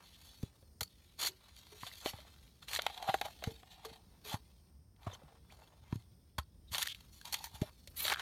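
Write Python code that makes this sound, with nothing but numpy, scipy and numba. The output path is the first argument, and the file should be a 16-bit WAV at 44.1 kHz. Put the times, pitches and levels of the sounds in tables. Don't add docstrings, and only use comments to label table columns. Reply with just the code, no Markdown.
import sys
import numpy as np
from scipy import signal
from scipy.fft import rfft, irfft, next_fast_len
from scipy.io import wavfile
from scipy.ndimage import uniform_filter1d
from numba import njit

SR = 44100
rng = np.random.default_rng(int(sys.argv[2]) if len(sys.argv) > 2 else 0)


def waveform_to_disk(signal):
    frames = np.transpose(np.atleast_2d(signal))
    scaled = np.clip(frames, -1, 1) * 32767
    samples = np.round(scaled).astype(np.int16)
    wavfile.write(sys.argv[1], SR, samples)


def ratio_of_db(decibels):
    return 10 ** (np.asarray(decibels, float) / 20)


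N = 362061
TIME = np.arange(N) / SR


def level(x, db):
    return x * ratio_of_db(db) / np.sqrt(np.mean(x ** 2))


def crest(x, db):
    return x * ratio_of_db(db) / np.max(np.abs(x))


def add(track, s, x):
    i = max(int(s * SR), 0)
    track[i:i + len(x)] += x[:max(N - i, 0)]


def curve(rows):
    s, *columns = np.transpose(rows)
    return [np.interp(TIME, s, c) for c in columns]


@njit
def svf(x, hz, width):
    y, b, l = np.empty(len(x)), 0., 0.
    for i in range(len(x)):
        g, k = np.tan(np.pi * hz[i] / SR), width[i] / hz[i]
        v = (b + g * (x[i] - l)) / (1 + g * (g + k))
        b, l, y[i] = 2 * v - b, l + 2 * g * v, k * v
    return y


def band(x, hz, width):
    return svf(x, np.full(len(x), 1. * hz), np.full(len(x), 1. * width))


def colour(x, points):
    hz, db = np.transpose(points)
    size = next_fast_len(len(x))
    f = np.arange(size // 2 + 1) * SR / size + 1
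    gain = ratio_of_db(np.interp(np.log(f), np.log(hz), db))
    return irfft(rfft(x, size) * gain, size)[:len(x)]


def walk(rate):
    k = int(SR / rate)
    steps = np.repeat(rng.standard_normal(N // k + 1), k)
    return 1.17 * uniform_filter1d(uniform_filter1d(steps, k), k)[:N]


# (frequency [Hz], relative density [dB per Hz])
AIR_SPECTRUM = [(15, -40), (25, -8), (70, 1.5), (123, -16.5), (175, -9.5), (236, -16), (1940, -40),
                (4140, -45.5), (5140, -27.5), (7510, -48.5), (8830, -28), (9570, -40), (14800, -38),
                (16000, -38.5)]
# (time [s], level [dB])
GUST = [(0, -65.5), (1.1, -70), (2.2, -67.5), (5.5, -64), (8.21, -64)]


def outdoors():
    hiss = level(colour(rng.standard_normal(N), AIR_SPECTRUM), -65)
    air = hiss * ratio_of_db(1.8 * walk(5))
    gusts = rng.standard_normal(N) * ratio_of_db(3 * walk(12))
    wind = band(band(gusts, 66, 50), 75, 120)
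    gust_db, = curve(GUST)
    low_cut = signal.butter(4, 46, "highpass", fs=SR, output="sos")
    return signal.sosfilt(low_cut, air + level(wind, 0) * ratio_of_db(gust_db))


# (time [s], length [s], start [Hz], end [Hz], width [Hz], rms before fades [dB])
SWISH = [(0.045, 0.056, 3590, 3330, 490, -65.5), (0.118, 0.055, 3430, 3280, 490, -64),
         (2.064, 0.04, 2960, 2910, 140, -48), (4.263, .078, 3310, 3240, 240, -52.5),
         (4.315, .029, 885, 905, 140, -46.5), (5.063, .023, 1085, 1075, 110, -45.5),
         (5.107, 0.025, 3360, 3790, 190, -57.5), (5.127, .023, 3310, 3010, 140, -54.5),
         (5.1265, .023, 6340, 6160, 190, -57.5), (5.495, .027, 1410, 3890, 140, -62),
         (5.633, .013, 2710, 2690, 240, -67.5), (5.667, .024, 3360, 3310, 240, -69.5),
         (5.837, .079, 2180, 2160, 490, -73.5), (6.672, 0.036, 3740, 3760, 90, -66),
         (6.747, .029, 3140, 3060, 190, -47), (7.396, .024, 885, 905, 85, -54.5),
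         (7.421, .064, 1855, 1895, 140, -60.5)]


def swishes():
    out = np.zeros(N)
    for s, length_s, hz0, hz1, width_hz, db in SWISH:
        size = int(length_s * SR)
        glide = np.linspace(hz0, hz1, size)
        swish = svf(rng.standard_normal(8192)[:size], glide, np.full(size, 1. * width_hz))
        add(out, s, level(swish, db) * np.sqrt(np.hanning(size)))
    return out


BLADE_HZ, BLADE_WIDTH_HZ = 12000, 110
# (time [s], level [dB])
BLADE = [(7.9, -63), (7.93, -80), (7.955, -70), (7.97, -46), (8.04, -41), (8.06, -61), (8.08, -53),
         (8.1, -71)]
# (centre [Hz], width [Hz], gain re main mode [dB])
STEEL = [(10170, 300, -12), (11200, 200, -12), (13100, 200, -19), (15200, 300, -20)]


def blade():
    db, = curve(BLADE)
    sliding = (TIME > BLADE[0][0]) & (TIME < BLADE[-1][0])
    fits = rng.standard_normal(N) * ratio_of_db(3.5 * walk(120))
    ring = band(fits, BLADE_HZ, BLADE_WIDTH_HZ)
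    for hz, width_hz, mode_db in STEEL:
        ring = ring + ratio_of_db(mode_db) * band(fits, hz, width_hz)
    return level(ring, 0) * ratio_of_db(db) * sliding


# (centre [Hz], width [Hz], gain before the broad band-pass [dB])
FIBRE = [(1500, 860, -18.5), (2335, 1470, -10.5), (3115, 343, 1), (3520, 1190, 1.5), (4053, 1740, -4)]


def fibre(x):
    modes = sum((-1) ** k * ratio_of_db(db) * band(x, hz, width) for k, (hz, width, db) in enumerate(FIBRE))
    return band(modes, 2280, 4870)


# (frequency [Hz], relative density [dB per Hz])
HISS = [(2650, -40), (4500, 6), (4600, -3.5), (5140, -14.5), (5280, -6), (6700, -2), (8030, -9),
        (11500, -5), (14500, -8), (16000, -30)]


def grain(x):
    return colour(x, HISS)


# (start [s], end [s], start rate [slips/s], end rate [slips/s], peak [dB])
CREAK = (6.885, 6.93, 290, 340, -30)


def creak():
    start, end, rate0, rate1, db = CREAK
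    slips, s = np.zeros(N), start
    for jitter, size in rng.standard_normal((40, 2)):
        if s < end:
            slips[int(s * SR)] = ratio_of_db(2.0 * size - 6 * (s - start) / (end - start))
        s += (1 + 0.045 * jitter) / np.interp(s, (start, end), (rate0, rate1))
    ring = 5.7 * band(slips, 3300, 320)
    return crest(fibre(slips) + ring + ratio_of_db(-7.0) * grain(slips), db)


# (crest time [s], peak [dB], settled swing [Hz], cycles to fall about 20 dB)
THUDS = [(0.437, -27, 83, 0.58), (0.82, -39, 72.3, 1.9), (1.834, -43, 101, 1.3), (2.0606, -22.5, 298, 0.76),
         (2.142, -41.5, 88, 1.7), (3.093, -33.5, 121, 1.1), (3.477, -26.5, 85.5, 0.92),
         (3.52, -46, 110, 0.89), (3.918, -47.5, 119, 1.2), (4.344, -29.5, 95.6, 1.5),
         (5.0717, -33, 95, 3.3), (5.238, -51.5, 149, 7.2), (5.9303, -24.5, 100, 0.94),
         (5.959, -33.5, 106.6, 3.1), (6.389, -33, 70.3, 2.6), (6.72, -45, 67, 2.7),
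         (7.546, -46.5, 73.6, 2.8), (7.621, -21.5, 102, 0.76)]
# (time [s], sine level before decay [dB], pitch [Hz], t60 [s])
TUBE = [(1.289, -52.5, 378, 0.19), (1.72, -56, 421, 0.25), (3.476, -44.5, 452, 0.19),
        (3.85, -47, 450, 0.27), (4.251, -53, 425, 0.29), (5.3, -69, 458, 0.76), (7.625, -35.5, 606, 0.066)]


def thuds():
    out = np.zeros(N)
    t = np.arange(-int(.02 * SR), int(.1 * SR)) / SR
    after = np.maximum(t, 0)
    for s, db, hz, cycles in THUDS:
        swing_s = t + 0.00054 * (1 - np.exp(-after / 0.0011))
        turns = hz * np.where(t < 0, 1.85 * t, swing_s)
        decay = np.exp(-after * hz / max(cycles, .2) * 2.24)
        shape = np.where(t < 0, np.exp(-(turns / 0.5) ** 4), decay)
        add(out, s + t[0], ratio_of_db(db) * shape * np.cos(2 * np.pi * turns))
    t = np.arange(int(.5 * SR)) / SR
    onset = 1 - np.exp(-t / 0.0036)
    for (s, db, hz, t60), rough in zip(TUBE, rng.standard_normal((len(TUBE), len(t)))):
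        hum = np.sin(2 * np.pi * hz * t) + level(band(rough, hz, 70), -8)
        add(out, s, ratio_of_db(db) * hum * np.exp(-np.log(1000) * t / t60) * onset)
    return out


HELD_SHARE, HELD_AFTER_S = 0.6, .11
# (start [s], length [s], crunch at end [dB], swell [dB], drone re crunch [dB])
CUTS = [(1.196, 0.075, -37, 8.5, -6), (2.683, 0.088, -43, 11.5, -5.5), (4.25, 0.094, -48, 10, 0),
        (6.722, 0.11, -44, 3.5, -2.5), (7.966, 0.12, -40, 13.5, -10)]


def held(s):
    in_cut = any(start < s < start + length + HELD_AFTER_S for start, length, *_ in CUTS)
    return HELD_SHARE if in_cut else 1


SPLINTERS_PER_S = 60
SPLINTER_DB, SPLINTER_SPREAD_DB = 2, 2


def splinters():
    rows, (when, pitch, _) = [], np.transpose(SECTION)
    for s, length, db, swell_db, drone_db in CUTS:
        for place, a, b, c in rng.random((20, 4))[:int(SPLINTERS_PER_S * length)]:
            pressed_db = db - swell_db * (1 - place)
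            sizes = pressed_db + SPLINTER_DB - SPLINTER_SPREAD_DB * np.log([a, b, c])
            at = s + place * length
            hz = np.interp(at, when, pitch) * 2 ** (c - .5)
            rows.append((at, sizes[0], sizes[1], sizes[2] + drone_db - 8, hz))
    return rows


CRACK_MS, CRACK_CYCLES = 2.0, 2.5
CLICK = 5.17
# (time [s], wall peak [dB], snap peak + 0.5 [dB], hollow peak [dB], hollow pitch [Hz])
CRACKS = [(0.4289, -53, -45, -42, 396), (0.626, -65, -71, -56.5, 543), (0.8086, -28, -21.5, -36.5, 1430),
          (0.812, -45, -27.5, -38.5, 820), (0.8177, -41, -45, -45.5, 483), (0.831, -39, -27.5, -46, 1270),
          (1.235, -31, -26, -41, 1170), (1.2728, -39, -20, -36, 1480), (1.668, -53, -52, -58, 1000),
          (1.728, -58, -60, -56, 900), (1.8329, -60, -49, -35, 1020), (1.866, -39.5, -50, -47.5, 690),
          (1.915, -61, -60, -45.5, 2050), (2.0595, -28.5, -35, -31, 640), (2.073, -40, -48, -42, 800),
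          (2.134, -50, -60, -43, 805), (2.156, -57, -62, -55, 900), (2.186, -62, -56, -48.5, 614),
          (2.203, -48, -58, -65, 1280), (2.249, -62, -66, -54, 700), (2.341, -59, -62, -63, 1390),
          (2.362, -60, -62, -65, 1490), (2.428, -57, -62, -78, 2000), (2.478, -56, -64, -75, 2000),
          (2.627, -46.5, -55, -54, 1390), (2.6841, -34.5, -43, -55, 1870), (2.7331, -27, -24, -35.5, 2050),
          (2.75, -27, -26, -44, 1450), (2.7615, -25, -31, -29.5, 1860), (2.7898, -30, -48.5, -29.5, 644),
          (2.7937, -27.5, -43, -28.5, 1480), (2.82, -33, -25, -51, 2000), (2.8653, -21, -28.5, -22, 863),
          (2.899, -47, -53, -39, 810), (2.9764, -37, -44, -47, 884), (3.0258, -39, -40.5, -37, 784),
          (3.043, -54, -45, -39.5, 865), (3.0882, -42, -46, -25, 780), (3.0925, -31, -42, -29, 795),
          (3.0964, -35, -46, -26, 813), (3.1418, -30.5, -32, -21, 782), (3.185, -46, -53, -56, 690),
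          (3.2132, -29, -28.5, -27.5, 816), (3.2175, -56, -49.5, -35, 775), (3.2567, -46, -38.5, -40, 730),
          (3.282, -58, -56, -42.5, 780), (3.303, -61, -58, -52, 734), (3.423, -48, -54, -38.5, 660),
          (3.4395, -30.5, -31, -35, 728), (3.4718, -54, -46, -40.5, 470), (3.6317, -52, -67, -50.5, 757),
          (3.9, -56, -58, -51, 760), (3.849, -43, -41, -40.5, 1130), (3.8538, -42, -38.5, -46, 440),
          (4.3425, -50, -33, -30.5, 876), (4.352, -45, -47, -41, 890), (4.963, -64.5, -69, -77.5, 2020),
          (5.031, -55, -60, -61, 900), (5.068, -70, -73, -36, 690), (5.098, -62, -66, -47.5, 595),
          (5.13, -62, -60, -48, 490), (5.129, -66, -66, -48, 1030), (5.149, -45, -53, -60, 1500),
          (5.153, -65, -65, -52, 1060), (5.218, -80, -75, -52, 550), (5.323, -80, -75, -58, 800),
          (5.5227, -55, -51.5, -57, 765), (5.619, -63, -64, -52.5, 870), (5.9255, -70, -66, -38, 995),
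          (6.023, -59, -60, -71.5, 1950), (6.3825, -35.5, -33.5, -33, 1040), (6.386, -35, -26, -29, 1040),
          (6.396, -42, -45, -41, 1306), (6.782, -27.5, -23, -38, 970), (6.821, -25, -44.5, -48.5, 1950),
          (6.8276, -27, -17, -31, 1880), (6.831, -30, -24, -33, 1900), (6.8703, -30.5, -39, -64, 1810),
          (6.8735, -49, -23.5, -31, 1880), (6.9473, -38, -43, -71.5, 2030), (7.0067, -54, -48, -64, 960),
          (7.2135, -48, -41.5, -49, 1620), (7.2535, -37, -36, -57, 940), (7.3256, -38, -25, -47, 870),
          (7.332, -37, -22.5, -43, 880), (7.342, -27, -21.5, -37.5, 930), (7.4415, -39, -28, -41, 930),
          (7.469, -54, -52, -47, 910), (7.559, -62, -62, -49, 900), (7.6156, -40, -39, -36, 414),
          (7.8744, -44, -37.5, -55.5, 582), (7.9706, -56, -37, -69, 1546),
          (8.052, -26.5, -36.5, -37.5, 626), (8.0806, -23, -33, -26, 1715), (8.0993, -26, -24, -35, 1800),
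          (8.112, -33, -26, -39, 1580), (8.1254, -29, -33, -23, 1640), (8.1372, -27.5, -28, -34.5, 1470),
          (8.1435, -30, -43.5, -32, 1620), (8.16, -52, -43, -34, 1610), (8.1713, -46, -55, -37, 1560),
          (8.1954, -34, -33.5, -31, 1550)]


def cracks():
    out = np.zeros(N)
    t = np.arange(int(.05 * SR)) / SR
    lead = 64
    click = 1. * (np.arange(len(t)) == lead)
    wall, snap = fibre(click), grain(click)
    rows = CRACKS + splinters()
    for (s, wall_db, snap_db, hollow_db, hz), noise in zip(rows, rng.standard_normal((len(rows), len(t)))):
        free = held(s)
        ms = free * (CRACK_MS + CRACK_CYCLES * 1000 / hz)
        burst = noise * np.exp(-t * 1200 / max(ms, .3))
        burst[0] += CLICK
        for answer, db in ((wall, wall_db), (snap, snap_db - 0.5)):
            add(out, s - lead / SR, crest(signal.fftconvolve(burst, answer)[:len(t)], db))
        decay = np.exp(-t / (free * 2.0 / hz + ms / 2500))
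        onset = 1 - np.exp(-t / free ** 2 / 0.0013)
        ring = np.sin(2 * np.pi * hz * t) * decay * onset
        knock = band(band(burst, hz, 0.95 * hz), hz, 1.9 * hz)
        add(out, s, crest(crest(ring, 0) + 1.09 * crest(knock, 0), hollow_db))
    return out


def patchy(x, patchy_db):
    out = 0
    for k, hz in enumerate(1200 * 2 ** (np.arange(38) / 10)):
        b, a = signal.iirpeak(hz, 18, fs=SR)
        out = out + (-1) ** k * signal.lfilter(b, a, x) * ratio_of_db(patchy_db * walk(28))
    return out


def hump(start, end, rise, fall, swell_db):
    rise, fall = max(rise, .001), max(fall, .001)
    times = (start - 3 * rise, start, end, end + 3 * fall)
    return ratio_of_db(np.interp(TIME, times, (-60 - swell_db, -swell_db, 0, -60), left=-200, right=-200))


# (time [s], crunch [dB], hiss re crunch [dB], drone re crunch [dB])
RUSTLE = [(0, -70, -1, -5.5), (0.42, -66, 0.5, -10), (0.52, -76.5, -1, 0), (0.76, -93, 9, 3),
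          (0.89, -75, -2.5, -11), (1.45, -71, -5.5, -2.5), (1.93, -67, 3, -2), (2.03, -58.5, 1.5, -0.5),
          (2.25, -70, -3.5, 2.5), (2.6, -77.5, -1.5, -7), (2.84, -52.5, -10.5, -5), (2.95, -57.5, -6.5, -4),
          (3.02, -60, -5.5, 6), (3.17, -63.5, -2, 0), (3.33, -65.5, -3, -7), (3.67, -72.5, -11, 2),
          (3.93, -60.5, -7, -0.5), (4.03, -84, -2, 6.5), (4.45, -75, -2.5, -6), (4.99, -100, -3.5, 8.5),
          (5.2, -80, -5.5, 8.5), (6.36, -86, -5, -10), (7.1, -82.5, -2, -1), (7.3, -69, -2.5, -16),
          (7.8, -78, 1.5, -4), (8.21, -76, 4, -4)]
CUT_BITE_S, CUT_RELEASE_S, CUT_HISS_DB = 0.011, 0.027, 0
# (crest time [s], rise per 20 dB [s], fall per 20 dB [s],
# crunch [dB], hiss re crunch [dB], drone re crunch [dB])
SCRAPES = [(0.005, 0.0073, 0.05, -68, -12, 8.5), (1.574, 0.033, 0.11, -61, 0, -12),
           (1.85, 0.19, 0.25, -53.5, -3, -7.5), (2.099, 0.064, 0.025, -46, 3, -3.5),
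           (2.196, 0.43, 0.043, -61, -13, 0), (2.625, 0.0085, 0.036, -59.5, 1.5, -1),
           (3.095, 0.048, 0.061, -48.5, -4.5, 10.5), (3.153, 0.18, 0.023, -51, -9, -7),
           (3.254, 0.023, 0.064, -51, -6, 3), (3.439, 0.037, 0.26, -57, -4.5, -6),
           (3.718, 0.024, 0.094, -58.5, -7.5, -5), (3.88, 0.031, 0.49, -73.5, -8.5, -1),
           (5.02, 0.015, 0.19, -65.5, -5, 5), (5.101, 0.081, 0.068, -65.5, -11, 13.5),
           (5.147, 0.13, 0.032, -67, 2.5, -1), (5.524, 0.057, 0.49, -74.5, 2.5, 7.5),
           (5.611, 0.22, 0.44, -83, -4, 7), (5.942, 0.12, 0.087, -64.5, -2, -1),
           (6.858, .015, 0.027, -48.5, 0.5, 0), (6.925, 0.072, 0.016, -50, -17, -14),
           (6.95, 0.056, 0.25, -67.5, -3, -9), (7.131, 0.024, 0.14, -66.5, 5.5, -11),
           (7.251, 0.0094, 0.2, -57, -1, -2), (7.336, 0.029, 0.14, -49.5, -1, -3.5),
           (7.459, 0.11, 0.034, -57.5, 4.5, -5), (7.554, 0.041, 0.094, -59.5, -0.5, 0.5),
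           (7.628, 0.022, 0.07, -58.5, -3, 5), (8.125, 0.09, 0.02, -46, -9, 12),
           (8.209, 0.07, .05, -53, -9, 4)]
# (wall [dB], hiss [dB], drone [dB])
TAIL_DB = (-26, -23.5, -22)
TAIL_S = 0.022


def effort():
    crunch_db, hiss_db, drone_db = curve(RUSTLE)
    power = ratio_of_db([crunch_db, crunch_db + hiss_db, crunch_db + drone_db]) ** 2
    shares = []
    for s, length, db, swell_db, drone_db in CUTS:
        shape = (s, s + length, CUT_BITE_S, CUT_RELEASE_S, swell_db)
        shares.append((shape, db + np.array([0, CUT_HISS_DB, drone_db])))
    for s, rise, fall, db, hiss_db, drone_db in SCRAPES:
        shares.append(((s, s, rise, fall, 0), db + np.array([0, hiss_db, drone_db])))
    for shape, db in shares:
        power += (ratio_of_db(db)[:, None] * hump(*shape)) ** 2
    t = np.arange(int(.1 * SR)) / SR
    for s, *peaks_db, _ in CRACKS:
        for track, db, below_db in zip(power, peaks_db, TAIL_DB):
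            add(track, s, ratio_of_db(db + below_db - 20 * t / TAIL_S / held(s)) ** 2)
    return np.sqrt(power)


# (time [s], mean pitch [Hz], width of the first band-pass [Hz])
SECTION = [(0, 870, 672), (1.3, 900, 900), (2.7, 894, 700), (2.95, 790, 122.4), (4.0, 765, 158),
           (4.25, 920, 1000), (4.33, 885, 300), (5.1, 850, 468), (5.7, 650, 487), (5.93, 950, 398),
           (6.7, 1025, 400), (6.79, 990, 300), (6.85, 1530, 913), (7.25, 910, 120), (7.6, 890, 201),
           (8.0, 1230, 1310), (8.21, 1400, 1125)]


def rubbing():
    crunch, hiss, drone = effort()
    snaps_per_s = 2500
    sizes = rng.standard_normal(N) * ratio_of_db(1.7 * rng.exponential(size=N))
    snaps = (rng.random(N) < snaps_per_s / SR) * sizes
    unevenness = ratio_of_db(2.5 * walk(150) + 1.2 * walk(60))
    grit = (level(snaps, 0) + .8 * rng.standard_normal(N)) * unevenness
    torn = patchy(grit, patchy_db=2.6)
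    hz, width = curve(SECTION)
    hz = hz * (1 + 0.027 * walk(16))
    hollow = svf(svf(grit, hz, width), hz, 9.9 * width)
    hollow = hollow / np.sqrt(width) * ratio_of_db(3.5 * walk(45))
    return crunch * level(fibre(torn), 0) + hiss * level(grain(torn), 0) + drone * level(hollow, 0)


def scene():
    near = rubbing() + cracks() + thuds() + creak() + swishes() + blade()
    t = np.arange(int(.12 * SR)) / SR
    scatter = rng.standard_normal(len(t)) * np.exp(-t / .016) * (t > .002)
    wet = signal.fftconvolve(near, scatter / np.sqrt(np.sum(scatter ** 2)))[:N]
    return (near + ratio_of_db(-19) * wet + outdoors())[None]


def band_limit(x):
    return signal.sosfilt(signal.butter(12, 16670, fs=SR, output="sos"), x)


def record(dry):
    return band_limit(dry)


dry = scene()
out = record(dry)
waveform_to_disk(out)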